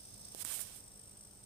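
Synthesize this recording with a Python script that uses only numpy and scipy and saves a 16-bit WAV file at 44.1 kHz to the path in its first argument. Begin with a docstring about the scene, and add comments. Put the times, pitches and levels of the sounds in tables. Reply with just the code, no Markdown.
"""A bottle-cap top spins on a mat in a quiet room, a little nearer the left microphone than the right.
Its wooden tip hisses, rasps unevenly about twice a turn and catches in short scrapes.
Right on the microphone, something, probably a finger, ticks against the right port,
slides past it with two light taps and leaves.
Underneath lie room rumble and hiss, faint mains hum and soft handling noise."""
import sys
import numpy as np
from scipy import signal
from scipy.fft import rfft, irfft
from scipy.io import wavfile
from scipy.ndimage import uniform_filter1d, map_coordinates

SR = 44100
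rng = np.random.default_rng(int(sys.argv[2]) if len(sys.argv) > 2 else 0)


def wrap_up_sound(samples):
    """Save the sound to the file named by the first command line argument, as 16-bit audio."""
    columns = np.atleast_2d(samples).T
    # keep every value between -1 and 1, then stretch to whole-number steps
    tamed = np.clip(columns, -1, 1)
    steps = np.round(tamed * 32767).astype(np.int16)
    wavfile.write(sys.argv[1], SR, steps)


N = 63945
TIME = np.arange(N) / SR


def amp(db):
    """Decibels to gain."""
    return 10 ** (np.asarray(db) / 20)


def unit_rms(x):
    """Scales to rms 1."""
    return x / np.sqrt(np.mean(x ** 2) + 1e-20)


def per_bin(points, size):
    """Reads a curve at each FFT bin, on a log-frequency axis."""
    hz, value = np.transpose(points)
    return np.interp(np.log(np.fft.rfftfreq(size, 1 / SR) + 1), np.log(hz + 1), value)


def fader(points):
    """A level curve as a gain for every sample."""
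    return amp(np.interp(TIME, *np.transpose(points)))


def bump(s, width_s, db):
    """A gain that swells to a peak and falls again."""
    return amp(db) * np.exp(-.5 * ((TIME - s) / width_s) ** 2)


def pan(left_db):
    """Stereo gains, the left louder by left_db."""
    return amp([[left_db / 2], [-left_db / 2]])


def add(mix, s, sound):
    """Mixes a sound in at a time."""
    part = mix[..., max(round(s * SR), 0):][..., :sound.shape[-1]]
    part += sound[..., :part.shape[-1]]


def coloured(noise, spectrum):
    """Gives noise a spectrum, at rms 1."""
    size = noise.shape[-1]
    return unit_rms(irfft(rfft(noise) * amp(per_bin(spectrum, size)), size))


def stereo_noise(size, likeness=.65):
    """Noise that is partly alike at the two microphones."""
    left, other = rng.standard_normal((2, size))
    return np.array([left, likeness * left + np.sqrt(1 - likeness ** 2) * other])


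def wander(samples):
    """Smooth random drift of rms 1."""
    return unit_rms(uniform_filter1d(uniform_filter1d(rng.standard_normal(N), samples), samples))


# Wooden tip on the mat, spectrum (f/Hz, relative level/dB)
TIP_SPECTRUM = [(1000, -36), (2600, -21.5), (3600, -23.5), (4650, -22), (5000, -15), (5750, -8.5),
                (6700, -25), (7600, -26), (8100, -1), (8450, 3), (8850, -2), (9500, -13.5), (11500, -20.5),
                (13800, -39), (15500, -29)]
# Its rasp between scrapes (t/s, level/dB)
RASP_LEVEL = [(0, -59), (.4, -57), (.75, -58.5), (.87, -59), (1.25, -62), (1.45, -60.5)]
def rasp(pressure):
    """The tip rubs the mat, louder as it presses harder."""
    return coloured(stereo_noise(N) * pressure, TIP_SPECTRUM) * fader(RASP_LEVEL)


# The tip's hiss: spectrum (f/Hz, relative level/dB) and course (t/s, level/dB)
HISS_SPECTRUM = [(2500, -43), (3600, -16), (4600, -20), (4950, 2), (5700, 0), (6500, -11), (7500, -25),
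                 (9000, -5.5), (11300, -4.5), (12200, -2.5), (12700, -4), (13600, -44), (15400, 1)]
HISS_LEVEL = [(0, -63), (.35, -62.5), (.65, -61.5), (.8, -63.5), (.9, -66.5), (1.45, -69)]
def tip_hiss(pressure):
    """Steadier friction, stronger at first and mostly on the left microphone."""
    hiss = coloured(stereo_noise(N) * np.sqrt(pressure), HISS_SPECTRUM)
    return hiss * fader(HISS_LEVEL) * pan(left_db=12)


# Peaks of the scrapes on the mat (t/s, relative level/dB)
SCRAPES = [(.006, -39), (.036, -44), (.042, -44), (.056, -39), (.074, -51), (.083, -48), (.089, -46),
           (.111, -49), (.141, -43.5), (.215, -40), (.253, -35), (.287, -37), (.321, -37), (.783, -46),
           (.806, -41), (.842, -48), (.882, -41), (.920, -44.5), (.96, -42), (.977, -48), (.997, -38),
           (1.016, -41), (1.037, -42.5), (1.077, -41), (1.094, -42.5), (1.116, -42), (1.134, -49),
           (1.154, -56), (1.174, -40), (1.194, -44), (1.211, -37.5), (1.230, -45), (1.237, -44),
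           (1.252, -43), (1.273, -44.5), (1.335, -45.5), (1.392, -47), (1.439, -43)]
def scrapes(width_s=.0029, gain_db=-18, sway_db=2):
    """The tip catches in short bursts, with sharper resonances than its rasp."""
    out = np.zeros((2, N))
    t = np.arange(-512, 512) / SR
    swell = np.exp(-.5 * (t / width_s) ** 2)
    sharpened = [(hz, db * 1.13) for hz, db in TIP_SPECTRUM]
    for s, db in SCRAPES:
        scrape = coloured(stereo_noise(len(t)) * swell, sharpened)
        gain = amp(db + gain_db) * pan(sway_db * rng.standard_normal())
        add(out, s + t[0], gain * scrape[:, s + t >= 0])
    return out


# Extra distance from the wandering top to the right microphone (t/s, path/m)
EXTRA_PATH = [(.05, 0.1), (.22, 0.09), (1.45, .082)]
def direct_sound(source, sound_m_per_s=343):
    """The right microphone, 8 to 10 cm farther off, hears the top later."""
    left, right = source
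    lag_s = np.interp(TIME, *np.transpose(EXTRA_PATH)) / sound_m_per_s
    return np.array([left, map_coordinates(right, [np.arange(N) - lag_s * SR], order=5)])


def reflections(source, t60_s=.034, gain_db=-13):
    """The room returns a short, sparse tail, different at each microphone."""
    t = np.arange(SR // 4) / SR
    taps = rng.standard_normal((2, len(t)))
    taps *= (rng.random(taps.shape) < .05) & (t > .002)
    taps *= amp(-60 * t / t60_s)
    taps /= np.linalg.norm(taps, axis=1, keepdims=True)
    return amp(gain_db) * signal.fftconvolve(source, taps, axes=1)[:, :N]


def spinning_top(spin_hz=28.28, slowing_hz_per_s=2.48, depth_db=2.5, grain_db=2.44):
    """The slowing top bears on its tip twice a turn, unevenly."""
    turns = np.cumsum(spin_hz - slowing_hz_per_s * TIME) / SR
    pressure = amp(depth_db * np.cos(2 * np.pi * 2 * turns) + grain_db * wander(samples=120))
    tip = rasp(pressure) + tip_hiss(pressure) + scrapes()
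    return direct_sound(tip) + reflections(tip)


# Room tone: spectrum (f/Hz, relative level/dB) and course (t/s, level/dB)
ROOM_SPECTRUM = [(20, -10), (50, 3.5), (75, -1.5), (125, -1), (170, -10.5), (300, -8.5), (600, -10.5),
                 (1100, -16.5), (2200, -23), (5000, -23), (8500, -15.5), (12000, -24.5), (15500, -19)]
ROOM_LEVEL = [(0, -62), (.17, -60.5), (.35, -60.5), (.8, -60), (1.45, -62.5)]
# How alike it is at the two microphones (f/Hz, correlation)
ROOM_LIKENESS = [(60, 1), (150, 0.43), (300, 0.51), (1000, 0.11), (4000, 0.02)]
def room_tone():
    """The quiet room: rumble, nearly mono in the bass, under wide hiss."""
    left, other = rfft(rng.standard_normal((2, N)))
    likeness = np.clip(per_bin(ROOM_LIKENESS, N), 0, 1)
    right = likeness * left + np.sqrt(1 - likeness ** 2) * other
    return coloured(irfft(np.array([left, right]), N), ROOM_SPECTRUM) * fader(ROOM_LEVEL)


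# Mains harmonics in the room (f/Hz, level/dB)
HUM_PARTIALS = [(101, -73.5), (200, -73), (301, -81)]
def mains_hum():
    """The mains hums faintly in three steady tones."""
    return sum(amp(db) * np.sqrt(2) * np.sin(2 * np.pi * (hz * TIME + rng.random()))
               for hz, db in HUM_PARTIALS)


def friction(spectrum, grain_db=1.6):
    """Dense tiny slips of uneven size."""
    slips = rng.standard_normal(N) * amp(grain_db * np.minimum(rng.exponential(1, N), 6))
    return coloured(slips, spectrum)


# Early hiss on the right: spectrum (f/Hz, relative level/dB) and course (t/s, level/dB)
EARLY_HISS_SPECTRUM = [(2400, -42), (3500, -7), (4500, -7), (5200, 2.5), (5800, -2.5), (6050, -12),
                       (6350, 5.5), (6900, -27), (9000, -20), (14000, -20.5)]
EARLY_HISS_LEVEL = [(0, -61), (.2, -59.5), (.26, -56.5), (.36, -63.5), (.44, -76)]
def early_hiss():
    """Thin hiss on the right microphone, partly the top's tip, perhaps with a light graze of skin."""
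    return friction(EARLY_HISS_SPECTRUM) * fader(EARLY_HISS_LEVEL)


# Handling at the recorder: spectrum (f/Hz, relative level/dB) and course (t/s, level/dB)
HANDLING_SPECTRUM = [(40, -18), (90, 0), (135, 2.5), (210, -2), (320, -14.5), (550, -12.5), (1200, -23),
                     (4000, -67)]
HANDLING_LEVEL = [(.05, -76), (.15, -62), (.3, -66.5), (.52, -70), (.8, -70.5)]
def handling():
    """A soft swell of low handling noise, mostly on the right microphone."""
    rumble = coloured(rng.standard_normal(N), HANDLING_SPECTRUM)
    return rumble * fader(HANDLING_LEVEL) * pan(left_db=-6)


# The slide past the right port, spectra (f/Hz, relative level/dB)
FIZZ_SPECTRUM = [(3000, -23.5), (6500, -13), (7700, -6.5), (8500, -1), (9500, -2), (11000, -7.5),
                 (12500, -8), (15400, -11)]
BRUSH_SPECTRUM = [(120, -34), (500, -1.5), (1200, -2.5), (2300, -1), (3300, 4), (4500, 2.5), (5500, 3.5),
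                  (7000, -1), (9000, 8), (15000, -22)]
PRESS_SPECTRUM = [(100, -24), (250, -19), (900, -1), (2200, 0), (3000, 6), (4500, -16), (12000, -40)]
HOLLOW_SPECTRUM = [(650, -15), (1180, 6), (1750, 4), (2500, -27)]
# Courses of the bright fizz and the softer brush (t/s, level/dB)
FIZZ_LEVEL = [(.33, -64), (.36, -50), (.385, -46.5), (.41, -36.5), (.425, -36), (.44, -68), (.446, -39),
              (.455, -40.5), (.475, -40.5), (.545, -34), (.585, -40), (.615, -33), (.645, -46.5),
              (.73, -55), (.765, -46.5), (.83, -64), (.87, -96.5)]
BRUSH_LEVEL = [(.3, -70), (.38, -52), (.41, -43), (.428, -45.5), (.441, -70.5), (.456, -47), (.52, -44),
               (.6, -49), (.68, -52), (.77, -56), (.85, -72.5), (1.45, -72)]
def finger_slide():
    """Skin rubs the port, deeper under pressure and hollow where it almost covers it."""
    fizz = friction(FIZZ_SPECTRUM) * fader(FIZZ_LEVEL)
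    brush = friction(BRUSH_SPECTRUM) * fader(BRUSH_LEVEL)
    press = friction(PRESS_SPECTRUM) * bump(s=.5235, width_s=.036, db=-51.5)
    hollow = friction(HOLLOW_SPECTRUM) * bump(s=.518, width_s=.013, db=-53)
    return fizz + brush + press + hollow


def ring(t, hz, rise_s):
    """A struck mode that swells and dies at once."""
    return t / rise_s * np.exp(1 - t / rise_s) * np.sin(2 * np.pi * hz * t)


# Modes of the microphone port (f/Hz, relative level/dB, rise/s)
PORT_MODES = [(8300, -1, 0.0002), (13500, -13, 0.00014)]
# Touches on the right microphone
# (t/s, snap level/dB, crunch level/dB, clack level/dB, knock level/dB, knock f/Hz, knock rise/s)
TOUCHES = [(.3482, -32, -29.5, -53, -34, 476, 0.00056), (0.4498, -16.8, -29, -27.5, -40.5, 253, 0.0014),
           (.5857, -44, -52, -40, -49, 700, 0.00085), (0.5928, -40, -39, -34.5, -43, 740, 0.00066)]
def finger_ticks(crunch_s=.00039):
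    """Each touch snaps in the port, crunches, clacks on the case and gives a low knock."""
    out = np.zeros(N)
    t = np.arange(SR // 20) / SR
    snap = sum(amp(db) * ring(t, hz, rise_s) for hz, db, rise_s in PORT_MODES)
    clack = ring(t, hz=1630, rise_s=.00015)
    contact = np.sin(np.pi * np.minimum(t / crunch_s, 1))
    for s, snap_db, crunch_db, clack_db, knock_db, knock_hz, rise_s in TOUCHES:
        crunch = contact * rng.standard_normal(len(t))
        knock = ring(t, knock_hz, rise_s)
        add(out, s, amp(snap_db) * snap + amp(crunch_db) * crunch)
        add(out, s, amp(clack_db) * clack + amp(knock_db) * knock)
    return out


def scene():
    """Top and room on both microphones, the early hiss and the finger on the right only."""
    mix = spinning_top()
    mix += (room_tone() + mains_hum()) * pan(left_db=-1.5)
    mix += handling()
    mix[1] += (early_hiss() + finger_slide()) * amp(.8 * wander(samples=100))  # 0.8 dB flutter
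    mix[1] += finger_ticks()
    return mix


def record(dry):
    """The recorder cuts off above 15.5 kHz."""
    lowpass = signal.firwin(511, 15500, window=("kaiser", 9), fs=SR)
    return signal.oaconvolve(dry, lowpass[None], "same")


dry = scene()
out = record(dry)
wrap_up_sound(out)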